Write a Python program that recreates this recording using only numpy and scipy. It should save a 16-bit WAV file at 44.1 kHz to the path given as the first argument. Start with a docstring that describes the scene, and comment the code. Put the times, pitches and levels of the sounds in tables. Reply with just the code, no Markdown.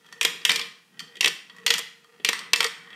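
"""A small marble running down a tower of plastic ramps and tubes, in a room with a wooden floor.
At the end of each ramp it drops through a tube, clacks on the next ramp, bounces, rattles and rolls on.
The thin plastic cracks briefly, the tower rings and booms, and the air in its tubes hums.
One small microphone takes the direct sound, the room's answer just behind it, and faint room tone."""
import sys
import numpy as np
from scipy import signal
from scipy.fft import rfft, irfft
from scipy.io import wavfile

SR = 44100
rng = np.random.default_rng(int(sys.argv[2]) if len(sys.argv) > 2 else 0)


def master(y):
    """Save y as 16-bit WAV."""
    cut = np.clip(np.atleast_2d(y).T, -1, 1)
    pcm = np.round(cut * 32767)  # scale
    wavfile.write(sys.argv[1], SR, pcm.astype(np.int16))


N = 130095

# Hard landings on the ramps; levels in all tables are relative:
# start_s, level_db, thud_db, knock_db, edge_db, treble_db, spot_hz, room_send_db
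LANDINGS = [(0.211, -14.5, -1.5, 0, -7, -1, 2480, 3.5), (0.229, -23, -25, -12, -3, 4, 2530, -1),
            (0.2493, -11.5, 3.5, 1, -2, -1, 3270, -1), (0.4505, -11, -8, -2, -6, 0, 3060, 1),
            (0.4933, -10, -4, -2, -11, -6.5, 2310, 1), (0.504, -22.5, 7, 10, 12, -4, 1650, -3),
            (0.5165, -18.5, 0.5, 2.5, 0.5, 1, 2400, 4), (0.5586, -19.5, 2.5, -11, 2, 0.5, 3310, -1.5),
            (0.5935, -25.5, -6, 11, 4, -2, 3260, -2), (0.6135, -26, 5.5, 0, 3, -9, 3400, -10),
            (1.2078, -14, -1.5, -4, 0.5, -0.5, 2740, 1.5), (1.2285, -24.5, 4.5, 7, -13, -6, 1870, -5),
            (1.2436, -10.5, 0, -3, -1, -7.5, 2590, -10.5), (1.2585, -13, 5.5, -6.5, -6, -2, 1810, -4),
            (1.273, -17, 3.5, 3, -6, -11.5, 3290, -4), (1.278, -23.5, 7.5, -2, 7.5, 6, 2600, -3),
            (1.6632, -13.5, -2, 1, 0.5, 0.5, 2700, 0), (1.677, -18.5, -5, -6, 1.5, -6, 4460, 0),
            (1.7035, -10.5, -0.5, 2, 0, -2.5, 3360, 0), (1.7384, -18, -8, 5, 0, 0.5, 3240, -1),
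            (1.755, -40, -9, -7, -10, 5, 3290, 3), (1.781, -30, -4, 11.5, 0, 11.5, 5600, -13.5),
            (1.79, -29, 10.5, 10.5, -5, 11, 3220, -8.5), (2.247, -13, -1, -4, -4.5, -0.5, 2440, -4),
            (2.2615, -26, 8, -7, 5, -15, 2950, 10), (2.2877, -12.5, 4.5, 3, -3.5, -1, 2320, -5.5),
            (2.3301, -23, -15, 14, 1, 0.5, 2020, 3), (2.3905, -34, -1, 7, 5, 4, 2960, -20),
            (2.5327, -9, -1, 1, 1.5, -2, 2680, -8), (2.5591, -23, 2, 4, 6.5, 1.5, 2000, 6),
            (2.583, -61, -13, 10, -7, -7, 2160, -10), (2.6045, -13.5, -2.5, 10.5, 1.5, -4, 2280, -0.5),
            (2.6284, -21, 1, 6.5, -19, -1, 1920, 1.5), (2.6429, -18, -2, 11.5, 1, 2.5, 1920, -6),
            (2.664, -32.5, 8.5, 13, 11, 4, 2580, -8)]
def clacks():
    """The marble lands and bounces hard enough to ring both rails and tubes."""
    return amp(23.5) * contacts(LANDINGS, ring_db=-6, tubes=True)


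# Light touches on the rails, same columns as LANDINGS
RAIL_TOUCHES = [(0.0638, -51, -1, 2, 3, 4, 3320, 0), (0.0867, -55, 13, -5, -12, -4, 2160, 0),
                (0.1251, -39, 11, 10, 3, 3.5, 1810, 1.5), (0.415, -41, 7, 3, 3, -9, 2440, 0),
                (0.9931, -30.5, -29, -17, 3.5, -0.5, 1780, 0), (1.002, -35.5, -6, 14, 8, 4.5, 3080, 0),
                (1.1543, -39.5, 15, 0, -9, -3, 3220, 0.0075), (1.1682, -37, 14, -14, -4, -4, 3000, 0),
                (1.497, -41, -4, 10, 1, -11, 3200, 0), (1.5638, -49.5, -2, 15, 2, 6, 1880, 0),
                (1.583, -44.5, -21, 11, -6, -3, 1950, 0), (2.0438, -54, 9, 21.5, -1, 2.5, 3250, 0.009),
                (2.1984, -46, 28.5, 5.5, -9, -13, 2560, 0.0054), (2.8719, -45, 8, 19.5, -14, -14, 1880, 0),
                (2.9033, -43.5, 0, 13, -6, -9, 1950, 0), (2.9287, -39, -2, 5, -23, -18, 2680, 0)]
def ticks():
    """The rolling marble taps the rails, too lightly to ring the tubes."""
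    return amp(24) * contacts(RAIL_TOUCHES, ring_db=6, tubes=False)


def contacts(table, ring_db, tubes, attack_s=0.001, spot_width_hz=117):
    """Each contact cracks the shell and rings the tower in its own colour; gives direct and room send."""
    direct, send = np.zeros((2, N))
    for start_s, level_db, thud_db, knock_db, edge_db, treble_db, spot_hz, send_db in table:
        hit = ring(tubes) * amp(ring_db)
        add(hit, 0, crack())
        hit *= np.minimum(np.arange(len(hit)) / SR / attack_s, 1)
        spot_resonance = signal.lfilter(*signal.iirpeak(spot_hz, spot_hz / spot_width_hz, SR), hit)
        hit = unit(hit + amp(4.5) * spot_resonance)
        tint = [(423, thud_db), (1130, knock_db), (2050, 0), (3850, 0),
                (4200, edge_db), (8000, treble_db)]
        hit = amp(level_db) * colour(hit, tint)
        add(direct, start_s, hit)
        add(send, start_s, amp(send_db) * hit)
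    return np.array([direct, send])


# Spectrum of the plastic shell: frequency_hz, level_db
SHELL_COLOUR = [(40, -57), (100, -52.5), (190, -21), (380, -12), (750, -15.5), (1050, -7), (1550, -10),
                (2000, 0.5), (2600, 0), (3400, 3), (3900, -1.5), (4500, -0.5), (5300, -2.5), (5850, -2),
                (6500, -8.5), (7050, -4), (7550, -10), (8400, -6.5), (10200, -16.5), (14500, -17),
                (16000, -76)]
# Its decay: frequency_hz, t60_s
SHELL_DECAY = [(200, 0.037), (1000, 0.056), (2500, 0.037), (6000, 0.024), (14000, 0.028)]
def crack():
    """The dense modes of the thin plastic die almost at once."""
    return unit(colour(dense_modes(SHELL_DECAY, hold_s=0.0015), SHELL_COLOUR))


# Modes of the ramp rails and of the tubes: pitch_hz, level_db, t60_s
RAIL_MODES = [(1229, -31, 0.34), (1393, -24, 0.05), (1841, -13.5, 0.069), (1918, -11.5, 0.11),
              (2030, -48.5, 0.047), (2890, -37.5, .15), (3150, -14, 0.13), (3335, -12.5, 0.073),
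              (4530, -14, 0.05)]
TUBE_MODES = [(172, -32, .35), (462, -19, .18), (1006, -25, .1), (1501, -27, .13), (1783, -18, .28),
              (2150, -20, .18), (2346, -19, .17), (2549, -20, .15), (2635, -17, .16), (3220, -19, .15),
              (4900, -27, .08)]
def ring(tubes=False, decay_scale=1, detune=0.004, spread_db=0.5):
    """The tower rings on, a little different in strength and pitch at each spot."""
    t, sound = np.arange(16384) / SR, 0
    for pitch_hz, level_db, t60_s in (RAIL_MODES + TUBE_MODES if tubes else RAIL_MODES):
        pitch_hz *= 1 + detune * rng.standard_normal()
        tone = np.sin(2 * np.pi * pitch_hz * t) * decay(t, t60_s * decay_scale)
        sound += rng.choice([-1, 1]) * unit(tone) * amp(level_db + spread_db * rng.standard_normal())
    return sound


# The roll along the ramps: time_s, level_db
ROLL_LEVEL = [(0, -62), (.1, -54), (.2, -64), (.4, -60), (.7, -74), (0.899, -69.5), (.98, -57), (1.15, -60),
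              (1.45, -62.5), (1.599, -55), (1.9, -82), (2.14, -62.5), (2.24, -63), (2.46, -45), (2.52, -62),
              (2.8, -55), (2.95, -52)]
# Its spectrum: frequency_hz, level_db
ROLL_COLOUR = [(50, -55), (150, -42), (280, 1), (460, -4.5), (700, 1), (1200, 6.5), (1550, 5), (1950, 6),
               (2500, 7.5), (3200, 0.5), (5000, -7), (9000, -19), (15000, -28)]
def rolling(bumps_per_s=900, spread_db=5, stretches=16):
    """Tiny bumps under the marble shake the ramp; each stretch of track rings differently."""
    sizes = amp(spread_db * np.minimum(rng.exponential(1, N), 4)) * rng.choice([-1, 1], N)
    bumps = sizes * (rng.random(N) < bumps_per_s / SR)
    roll = np.zeros(N)
    for k, stretch in enumerate(np.array_split(bumps, stretches)):
        ramp = ring(decay_scale=0.37) * amp(-2.5)  # the marble's weight damps the rails
        add(ramp, 0, dense_modes(SHELL_DECAY))
        add(roll, k * N / stretches / SR, unit(signal.fftconvolve(stretch, ramp)))
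    return follow(colour(roll, ROLL_COLOUR), ROLL_LEVEL)


# Hollow note from inside the tubes: time_s, level_db
TUBE_AIR_LEVEL = [(0.0, -62), (0.29, -51), (0.34, -69), (0.58, -37.5), (0.74, -74), (1.09, -60),
                  (1.29, -59), (1.34, -71), (1.48, -71), (1.72, -38), (1.92, -65.5), (2.18, -59),
                  (2.27, -58), (2.46, -60), (2.53, -51), (2.66, -27.5), (2.71, -64), (2.95, -57)]
def tube_air(pitch_hz=465, width_hz=42.4, waver_depth=0.36):
    """The air column sounds one wavering note while the marble shakes the tubes."""
    real, imag = signal.lfilter(*signal.butter(2, width_hz / 2, fs=SR), rng.standard_normal((2, N)))
    waver = 1 + waver_depth * np.sqrt(N) * unit(real + 1j * imag)
    note = waver * np.exp(2j * np.pi * pitch_hz * np.arange(N) / SR)
    return amp(-5) * follow(note.real, TUBE_AIR_LEVEL)


# Low boom of the tower: time_s, level_db
BOOM_LEVEL = [(0.0, -66.5), (0.23, -62), (0.25, -51), (0.42, -64), (0.52, -47.5), (0.85, -72.5),
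              (1.03, -51), (1.12, -67), (1.29, -50), (1.4, -68), (1.75, -53), (1.96, -70.5), (2.15, -66),
              (2.31, -54), (2.38, -59), (2.66, -55.5), (2.77, -61.5), (2.95, -59.5)]
# Its spectrum: frequency_hz, level_db
BOOM_COLOUR = [(25, -58), (60, -38), (110, -14), (145, -2.5), (172, 4), (215, -0.5), (300, -10.5),
               (400, -10), (700, -43), (3000, -75)]
def tower_boom():
    """The whole tower shudders on its feet, most after each drop."""
    return amp(-2) * follow(colour(rng.standard_normal(N), BOOM_COLOUR), BOOM_LEVEL)


# Reverberation of the room: frequency_hz, t60_s
ROOM_DECAY = [(150, .52), (1000, .52), (2700, .49), (7000, .43), (14000, .34)]
# Its colour at the microphone: frequency_hz, level_db
ROOM_COLOUR = [(100, -12), (200, -5), (700, -8.5), (1800, -5), (3300, -8), (7000, -8), (14000, -7)]
def room(send, places=4, gap_s=0.005, build_s=0.006, echoes_per_s=900):
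    """Floor and walls return early echoes, then a diffuse tail; both change as the marble descends."""
    reverb = np.zeros(N)
    for place in np.eye(places):
        tail = colour(dense_modes(ROOM_DECAY, size=22050), ROOM_COLOUR)
        t = np.arange(len(tail)) / SR
        tail *= 1 - np.exp(-(t / build_s) ** 2)  # swells as reflections multiply
        echoes = rng.standard_normal(len(t)) * (rng.random(len(t)) < echoes_per_s / SR)
        early = amp(-14.5) * unit(echoes * decay(t, t60_s=0.066))
        crossfade = np.sqrt(np.interp(np.arange(N), np.linspace(0, N, places), place))
        add(reverb, gap_s, signal.fftconvolve(send * crossfade, early + tail))
    return reverb


# Room tone at the microphone: frequency_hz, level_db
ROOM_TONE = [(25, -35), (60, -13), (110, -9.5), (170, -9), (270, -2), (450, -6.5), (800, -4.5),
             (2000, -7.5), (5000, -7.5), (10000, -11.5), (15000, -17)]
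def room_tone():
    """Faint, steady low noise and hiss behind the tower."""
    return amp(-67) * np.sqrt(N) * unit(colour(rng.standard_normal(N), ROOM_TONE))


def dense_modes(t60_curve, size=4096, hold_s=0, bands=14):
    """Countless close modes: noise bands of equal energy per Hz, each with its own decay."""
    t = np.maximum(np.arange(size) / SR - hold_s, 0)
    hz, centres = np.fft.rfftfreq(size, 1 / SR), np.geomspace(150, 15000, bands)
    spectrum, sound = rfft(rng.standard_normal(size)), 0
    for centre, pick in zip(centres, np.eye(bands)):
        band = np.interp(hz, centres, pick)
        fade = decay(t, read(t60_curve, centre))
        sound += unit(irfft(spectrum * band, size) * fade) * np.sqrt(band.mean())
    return unit(sound)


def colour(x, curve, size=4096):
    """Minimum-phase filter along a (frequency_hz, level_db) curve."""
    log_gain = np.log(amp(read(curve, abs(np.fft.fftfreq(size, 1 / SR)))))
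    response = np.exp(np.conj(signal.hilbert(log_gain)))
    taps = np.fft.ifft(response).real[:size // 2]
    return signal.fftconvolve(x, taps)[:len(x)]


def follow(x, levels):
    """Scales to RMS 1, then rides a (time_s, level_db) curve."""
    return unit(x) * np.sqrt(N) * amp(np.interp(np.arange(N) / SR, *np.transpose(levels)))


def read(curve, hz):
    """Reads a curve on a log-frequency axis."""
    knots_hz, values = np.transpose(curve)
    return np.interp(np.log(hz + 1), np.log(knots_hz + 1), values)


def decay(t, t60_s):
    """Falls 60 dB every t60_s."""
    return np.exp(-np.log(1000) * t / t60_s)


def amp(db):
    """Decibels to gain."""
    return 10 ** (np.asarray(db) / 20)


def unit(x):
    """Scales to energy 1."""
    return x / np.sqrt(np.sum(x ** 2) + 1e-20)


def add(mix, start_s, sound):
    """Mixes a sound in at start_s."""
    part = mix[max(round(start_s * SR), 0):][:len(sound)]
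    part += sound[:len(part)]


def scene():
    """The marble, the tower and the room as they reach the microphone, in mono."""
    direct, send = clacks() + ticks() + rolling()  # the roll feeds both paths equally
    return (direct + room(send) + tube_air() + tower_boom() + room_tone())[None]


def record(dry, low_cut_hz=63, high_cut_hz=15750):
    """The small microphone drops the deep bass and rounds off loud peaks; the top treble is cut."""
    thin = signal.lfilter(*signal.butter(2, low_cut_hz, "high", fs=SR), dry)
    rounded = thin / (1 + thin ** 4) ** (1 / 4)
    lowpass = signal.firwin(255, high_cut_hz, window=("kaiser", 8), fs=SR)
    return signal.oaconvolve(rounded, lowpass[None], "same")


dry = scene()
out = record(dry)
master(out)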